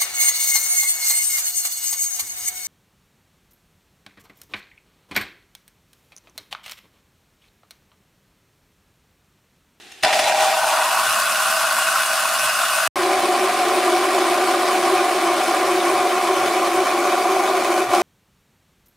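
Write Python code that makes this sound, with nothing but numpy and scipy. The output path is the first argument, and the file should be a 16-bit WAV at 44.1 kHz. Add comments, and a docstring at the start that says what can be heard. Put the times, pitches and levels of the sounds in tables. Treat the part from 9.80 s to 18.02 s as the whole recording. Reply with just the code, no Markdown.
"""A thumb ticks a battery mixer on, and it churns water in a tall plastic cup with a fizzing roar.
Random bubble snaps and hiss ring the cup's modes; a resonant band slides up as a whirlpool forms.
Decaying tones make the gulps, noise bursts the splashes, and phase-scrambled fizz a wide treble hiss.
After a short silence a thick drink drones lower, its colour shifting as powder is tipped in.
Coloured noise makes the rumble and room tone; random taps make the kitchen echoes."""
import sys
import numpy as np
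from scipy import signal
from scipy.fft import rfft, irfft
from scipy.io import wavfile
from scipy.ndimage import uniform_filter1d

SR = 44100
rng = np.random.default_rng(int(sys.argv[2]) if len(sys.argv) > 2 else 0)


def to_wav(sig):
    """Store sig (one row per channel, or 1-D mono) as 16-bit WAV at the path in sys.argv[1].

    Samples outside -1..1 are clipped; the rate is SR.
    """
    pcm = np.clip(np.atleast_2d(sig), -1, 1) * 32767
    pcm = np.round(pcm).astype(np.int16)
    wavfile.write(sys.argv[1], SR, pcm.T)  # frames by channels


def gain_from_decibels(decibels):
    """Convert decibel values to linear amplitude factors."""
    exponent = np.asarray(decibels, float) / 20
    return 10 ** exponent


N = 362502
TIME_S = np.arange(N) / SR

# Runs of the mixer. Each row: start in seconds, stop in seconds, churn gain in dB,
# extra fizz gain in dB, rumble gain in dB.
RUNS = [(.226, 3.077, -20, 0, -68.5), (3.157, 8.22, -18, -1.5, -60)]
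FIRST_START_S, FIRST_STOP_S = RUNS[0][:2]
SECOND_START_S = RUNS[1][0]
SECOND_RUN = TIME_S > FIRST_STOP_S
WHIRL_START_S, WHIRL_FULL_S = 0.52, 1.35  # the whirlpool deepens evenly between these


def mixer():
    """The blade tears air into bubbles whose snaps excite the cup; returns churn body and fizz."""
    fizz_hz = 3580
    drive = snaps()
    churn = patchy(cup(drive) + rising_band(drive))
    body = signal.sosfilt(signal.butter(1, fizz_hz, fs=SR, output="sos"), churn)
    fizz = fizz_gain() * (churn - body)
    return churn_gain() * np.array([body, fizz])


def snaps():
    """Dense bubble snaps, a few of them large, over turbulent hiss."""
    snaps_per_s, snap_spread_db, hiss_db = 2500, 3.5, -1
    outward_share = 0.6  # snaps that push the wall outward first
    chance, side = rng.random(N), rng.random(N)
    size, hiss = rng.exponential(1, N), rng.standard_normal(N)
    pops = np.sign(outward_share - side) * gain_from_decibels(snap_spread_db * np.minimum(size, 4))
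    pops *= chance < snaps_per_s / SR
    return evened(evened(pops - pops.mean()) + gain_from_decibels(hiss_db) * hiss)


def cup(drive):
    """Snaps ring the cup as the liquid passes from level to whirlpool, then thick to powdered."""
    # Modes for level water, a deep whirlpool and the thick drink.
    # Each row: centre in Hz, width at half amplitude in Hz, level in dB.
    level_modes = [(637, 63, -1), (775, 94, 0), (966, 66, -6.5), (1420, 170, -20), (1874, 65, -15.5),
                   (2370, 150, -17), (2750, 290, -18.5), (3500, 45, -14.5)]
    deep_modes = [(220, 36, -27.5), (653.7, 27.4, -3.5), (770, 41, -8), (1069, 77, -4.5), (1140, 40, -4),
                  (1244, 68, -6.5), (1424, 82, -2), (1510, 39, -2), (2310, 31, -18), (2570, 93, -9.5),
                  (2835, 150, -10.5), (3470, 51, -16.5), (4520, 180, -23), (5075, 150, -19.5)]
    thick_modes = [(208.3, 18, -19), (349, 24, 0.5), (375.6, 26, 0), (438, 14, -10), (570, 61, -7.5),
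                   (636, 24, -7.5), (732.6, 77, 0), (787.5, 33, -4.5), (1064, 134, -6), (1192, 88, -9.5),
                   (1423, 144, -14), (2252, 146, -15.5), (2380, 46, -16), (2522, 38, -16),
                   (3080, 55, -21.5), (3464, 17, -17), (3750, 49, -22), (4120, 63, -22.5),
                   (4440, 77, -26.5), (4674, 45, -20.5), (5280, 51, -23), (5420, 56, -30)]
    # Broad colour between the modes, the last once powder has thickened the drink further.
    # Each row: frequency in Hz, level in dB on the scale of the modes.
    level_wash = [(30, -73), (150, -36.5), (450, -27), (600, -41), (900, -24), (1800, -20), (4000, -23.5),
                  (7000, -28), (10000, -32), (13000, -41), (16000, -44)]
    deep_wash = [(30, -73), (150, -32), (500, -35.5), (600, -10.5), (900, -16), (1600, -12), (2000, -19),
                 (4000, -21), (7000, -23), (9500, -20.5), (12000, -26.5), (14000, -31), (16000, -34)]
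    thick_wash = [(30, -73), (120, -49), (280, -17), (480, -31), (900, -25), (1600, -17.5), (2100, -21),
                  (2700, -22.5), (5000, -27.5), (7000, -30.5), (9500, -28), (12000, -36.5), (13500, -39.5),
                  (16000, -42)]
    powdered_wash = [(30, -75), (120, -56), (280, -17), (480, -25), (900, -23), (1600, -20), (2100, -23),
                     (2700, -26.5), (5000, -31.5), (6300, -29.5), (7500, -33), (9500, -32), (12000, -37),
                     (13500, -44), (16000, -41)]
    powder_start_s, powder_full_s = 4.4, 7.26
    states = [(level_modes, level_wash), (deep_modes, deep_wash),
              (thick_modes, thick_wash), (thick_modes, powdered_wash)]
    deep = ramp(WHIRL_START_S, WHIRL_FULL_S)
    powder = ramp(powder_start_s, powder_full_s)
    power_shares = [(1 - deep) * ~SECOND_RUN, deep * ~SECOND_RUN,
                    (1 - powder) * SECOND_RUN, powder * SECOND_RUN]
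    out = np.zeros(N)
    for k, ((modes, wash), share) in enumerate(zip(states, power_shares)):
        own_drive = np.roll(drive, k * SR)  # unlike snaps, so powers add in the crossfade
        out += np.sqrt(share) * signal.oaconvolve(own_drive, cup_ring(modes, wash))[:N]
    return out


def cup_ring(modes, wash):
    """Minimum-phase response to one snap: steep peaks over a wash, starting at once and dying away."""
    hz = abs(np.fft.fftfreq(2 ** 14, 1 / SR))
    power = gain_from_decibels(2 * read(wash, hz))
    for mode_hz, width_hz, db in modes:
        power += gain_from_decibels(2 * db) / (1 + (2 * (hz - mode_hz) / width_hz) ** 2) ** 2
    log_gain = np.log(power) / 2
    response = np.fft.ifft(np.exp(np.conj(signal.hilbert(log_gain)))).real
    return evened(response[:2 ** 12]) / 2 ** 6  # unit energy


def rising_band(drive):
    """A resonant band slides upward as the whirlpool forms, swelling and then fading."""
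    start_hz, rise_hz_per_s, width_hz = 734, 470, 220  # width of each of two passes
    top_s, top_db, fall_db_per_s = 1.03, -4, 26
    hz = start_hz + rise_hz_per_s * np.maximum(TIME_S - WHIRL_START_S, 0)
    once = resonate(drive[::-1], hz, width_hz)  # reversed: unlike the cup's drive
    band = evened(resonate(once, hz, width_hz))
    return gain_from_decibels(top_db - fall_db_per_s * abs(TIME_S - top_s)) * band * ~SECOND_RUN


def resonate(x, hz, width_hz):
    """Moving resonance: shifts the curve hz down to zero, smooths, and shifts back."""
    turn = np.exp(2j * np.pi * np.cumsum(hz) / SR)
    r = np.exp(-np.pi * width_hz / SR)
    return 2 * (turn * signal.lfilter([1 - r], [1, -r], x / turn)).real


def patchy(x):
    """The swirling surface makes bands a few hundred Hz wide swell and fade on their own."""
    patch_db = 1.5
    steady_hz = 900  # the long waves below this feel the whole cup, so they wander less
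    hz, _, z = signal.stft(x, SR, nperseg=512, noverlap=384)
    patches = evened(uniform_filter1d(wobble(z.shape, short=8, long=100), size=5, axis=0))
    depth_db = patch_db * hz ** 2 / (hz ** 2 + steady_hz ** 2)
    z = z * gain_from_decibels(depth_db[:, None] * patches)
    return signal.istft(z, nperseg=512, noverlap=384)[1][:N]


def fizz_gain():
    """Clear water fizzes less until the first bubbles spread; the swirling surface makes fizz flicker."""
    clear_db, foamy_s, flicker_db = 15, 0.35, 0.58
    db = per_run(column=3) - clear_db * (1 - ramp(FIRST_START_S, foamy_s))
    return gain_from_decibels(db + flicker_db * wobble(N, short=900, long=14000))


def churn_gain():
    """From rest the blade bites hard into still water, then settles; brief swells and dips follow."""
    # Each row: time in seconds, change in dB, half length in seconds (to 1/e of the change).
    lurches = [(0.482, 3, 0.018), (0.63, 3.5, 0.04), (8.071, -7.5, 0.029), (8.17, 2, 0.06)]
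    spin_up_s, kick_db, settle_s = 0.014, 4.5, 0.22
    since_s = np.maximum(TIME_S - FIRST_START_S, 0)
    db = per_run(column=2) + kick_db * np.exp(-since_s / settle_s)
    for s, step_db, half_s in lurches:
        db += step_db * np.exp(-((TIME_S - s) / half_s) ** 2)
    return gain_from_decibels(db) * (1 - np.exp(-(since_s / spin_up_s) ** 2))


def gulps():
    """Bubbles ring a few cycles, rising a little near the surface; small ones gurgle in the whirlpool."""
    # Largest bubbles gulped at the blade. Each row: start in seconds, level in dB, starting pitch in Hz.
    large = [(0.474, -8, 778), (0.548, -8, 775), (1.654, -9, 1220), (1.725, -3, 1430), (1.844, -9, 1380),
             (1.934, -10, 1470), (2.086, -3, 1430), (2.158, -1, 1330), (2.985, -3, 1370), (4.379, -6, 1070),
             (7.455, -5.5, 720), (7.566, -5, 732)]
    ring_q, attack_s, rise_per_s = 11.5, 0.001, 1.3
    gurgles_per_s, gurgle_db, spread_db, low_hz, high_hz = 25, -9, 8, 903, 1600
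    span_s = FIRST_STOP_S - WHIRL_START_S
    when, size, pitch = rng.random((int(gurgles_per_s * span_s), 3)).T
    small = zip(WHIRL_START_S + when * span_s, gurgle_db - spread_db * size,
                low_hz * (high_hz / low_hz) ** pitch)
    out, t = np.zeros(N), np.arange(2000) / SR
    for s, db, hz in [*large, *small]:
        fade = np.exp(-np.pi * hz * t / ring_q) * (1 - np.exp(-t / attack_s))
        add(out, s, gain_from_decibels(db) * fade * np.sin(2 * np.pi * hz * t * (1 + rise_per_s * t)))
    return out


def splashes():
    """Water thrown against the wall: short untuned noise bursts with a quick rise."""
    # Each row: start in seconds, level in dB, t60 in seconds.
    bursts = [(.233, -6.5, 0.039), (0.247, -4.5, 0.028), (0.281, -15, 0.03), (0.327, -15.5, 0.11),
              (.39, -12.5, 0.072), (.428, -21, 0.05), (0.439, -14.5, 0.044), (8.146, -21, 0.092)]
    # Each row: frequency in Hz, relative level in dB.
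    colour = [(300, -11), (1200, -4), (2000, 3), (3500, -3), (5300, -4), (6500, -14), (9000, -10.5),
              (16000, -35)]
    rise_s = 0.0017
    out, t = np.zeros(N), np.arange(6000) / SR
    for (s, db, t60_s), noise in zip(bursts, rng.standard_normal((len(bursts), 6000))):
        envelope = gain_from_decibels(db - 60 * t / t60_s) * (1 - np.exp(-t / rise_s))
        add(out, s, envelope * evened(filtered(noise, colour)))
    return out


def wide_fizz(fizz):
    """Treble hiss that follows the fizz's level, with random phases in each channel."""
    # Each row: frequency in Hz, gain in dB.
    colour = [(3000, -39), (6000, -5), (9000, 1.5), (12000, 0), (16000, -5)]
    wide_db = -6.5  # applied on top of the colour
    z = signal.stft(fizz, nperseg=256)[2]
    scrambled = abs(z) * np.exp(2j * np.pi * rng.random((2, *z.shape)))
    return gain_from_decibels(wide_db) * filtered(signal.istft(scrambled, nperseg=256)[1][:, :N], colour)


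def button():
    """The plastic base ticks under the thumb: short modes excited by a scrape of a few ms."""
    # Each row: start in seconds, peak in dB.
    presses = [(0.118, -30), (0.226, -19)]
    # Each row: frequency in Hz, relative level in dB, t60 in seconds.
    modes = [(2000, -17, .012), (2730, -2, .03), (3700, -1, .012), (5530, -3, .01), (6600, -2, .01),
             (9000, 0, .003), (12500, -4, .002)]
    out, t = np.zeros(N), np.arange(4000) / SR
    ring = sum(gain_from_decibels(db - 60 * t / t60_s) * np.sin(2 * np.pi * hz * t) for hz, db, t60_s in modes)
    for (s, db), scrape in zip(presses, rng.standard_normal((len(presses), 256))):
        tick = np.convolve(ring, scrape)
        add(out, s, gain_from_decibels(db) * tick / abs(tick).max())
    return out


def echoes(x):
    """Counter and walls: sparse decaying taps of random sign, different at each microphone."""
    # Each row: frequency in Hz, level against the direct sound in dB.
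    colour = [(100, -10), (350, -21), (700, -17), (1400, -10.5), (3000, -7), (6000, -4.5), (9000, -6),
              (12000, -3.5)]
    t60_s, length, spacing = 0.2, SR // 2, 20
    slots = np.arange(40, length - spacing, spacing)
    shape = 2, len(slots)
    taps = np.zeros((2, length))
    signs = rng.choice([-1., 1.], shape)
    np.put_along_axis(taps, slots + rng.integers(0, spacing, shape), signs, 1)
    taps *= gain_from_decibels(-60 * np.arange(length) / SR / t60_s)
    taps /= np.linalg.norm(taps[0])
    return filtered(signal.fftconvolve(x[None], taps, axes=1)[:, :N], colour)


def rumble():
    """Low noise, partly alike at both microphones, wanders and swells with dull bumps via the counter."""
    # Each row: time in seconds, added gain in dB.
    bumps = [(.235, -48), (1.29, -47), (2.34, -64), (2.65, -51), (3.16, -49), (5.92, -53), (6.64, -52),
             (8.08, -48)]
    # Each row: frequency in Hz, relative level in dB.
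    colour = [(20, -23), (40, 3), (80, -6), (130, 6.5), (200, -26), (400, -47), (16000, -90)]
    rise_s, fade_s, wander_db = 0.034, 0.061, 4.0
    shared, own = rng.standard_normal(N), rng.standard_normal((2, N))
    level = gain_from_decibels(per_run(column=4) + wander_db * wobble(N, short=4000, long=40000))
    for s, db in bumps:
        level += gain_from_decibels(db) * np.exp(-abs(TIME_S - s) / np.where(TIME_S < s, rise_s, fade_s))
    return level * evened(filtered(shared + 0.37 * own, colour))


def kitchen():
    """Noise partly shared by both microphones, with a faint steady whine; cut quickly between the runs."""
    # Each row: frequency in Hz, relative level in dB per Hz.
    colour = [(20, -43), (64, -9), (100, -24), (384, -6), (560, -21), (780, -7), (950, -20), (1800, -9),
              (2300, -12), (2750, -8.5), (3050, -10), (3900, -10), (4600, -15.5), (9000, -21.5),
              (12500, -29), (16000, -38)]
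    room_db, cut_t60_s = -45.5, 0.009
    whine_hz, whine_db = 2740, -13  # against the room tone
    shared, own = rng.standard_normal(N), rng.standard_normal((2, N))
    cut_db = -60 * np.maximum(TIME_S - FIRST_STOP_S, 0) / cut_t60_s * (TIME_S < SECOND_START_S)
    whine = gain_from_decibels(whine_db) * np.sin(2 * np.pi * whine_hz * TIME_S)
    return gain_from_decibels(room_db + cut_db) * (evened(filtered(shared + 0.5 * own, colour)) + whine)


def evened(x):
    """Scales to rms 1."""
    return x / np.sqrt(np.mean(x ** 2) + 1e-20)


def read(points, hz):
    """Reads a spectrum table on a log-frequency axis."""
    f, value = np.transpose(points)
    return np.interp(np.log(hz + 1), np.log(f + 1), value)


def filtered(x, points):
    """Colours a sound by a spectrum table."""
    n = x.shape[-1]
    return irfft(rfft(x) * gain_from_decibels(read(points, np.fft.rfftfreq(n, 1 / SR))), n)


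def add(mix, s, sound):
    """Places a sound at s seconds."""
    part = mix[round(s * SR):][:len(sound)]
    part += sound[:len(part)]


def wobble(shape, short, long):
    """Chance that wanders along the last axis on time scales between short and long steps."""
    x = uniform_filter1d(uniform_filter1d(rng.standard_normal(shape), size=short), size=short)
    return evened(x - uniform_filter1d(x, size=long))


def ramp(start_s, full_s):
    """Climbs evenly from 0 to 1 between two times."""
    return np.clip((TIME_S - start_s) / (full_s - start_s), 0, 1)


def per_run(column):
    """One column of the runs, switched where the first run stops."""
    return np.where(SECOND_RUN, RUNS[1][column], RUNS[0][column])


def scene():
    """The mixer sounds only in its two runs, cut off sharply between them, over the room tone."""
    left_db, fade_in_s = 0.07, 0.0013
    running = sum(np.clip((TIME_S - run[0]) / fade_in_s, 0, 1) * (TIME_S <= run[1]) for run in RUNS)
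    heard = (TIME_S <= FIRST_STOP_S) | (TIME_S > SECOND_START_S)
    body, fizz = mixer()
    near = (body + fizz) * running + gulps() + splashes() + button()
    direct = near * gain_from_decibels([[left_db], [-left_db]])
    spread = (rumble() + wide_fizz(fizz)) * running
    return (direct + echoes(near)) * heard + spread + kitchen()


def band_limit(x):
    """A steep low-pass at the top of the band."""
    return signal.sosfilt(signal.butter(12, 16680, fs=SR, output="sos"), x)


def record(dry):
    """A small microphone loses the deepest bass; a sharp low-pass limits the treble."""
    bass_hz, edge_hz = 69.5, 15750
    thin = signal.sosfilt(signal.butter(2, bass_hz, "highpass", fs=SR, output="sos"), dry)
    lowpass = signal.firwin(511, edge_hz, window=("kaiser", 9), fs=SR)
    limited = signal.oaconvolve(thin, lowpass[None], "same", axes=1)
    return band_limit(limited)


dry = scene()
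out = record(dry)
to_wav(out)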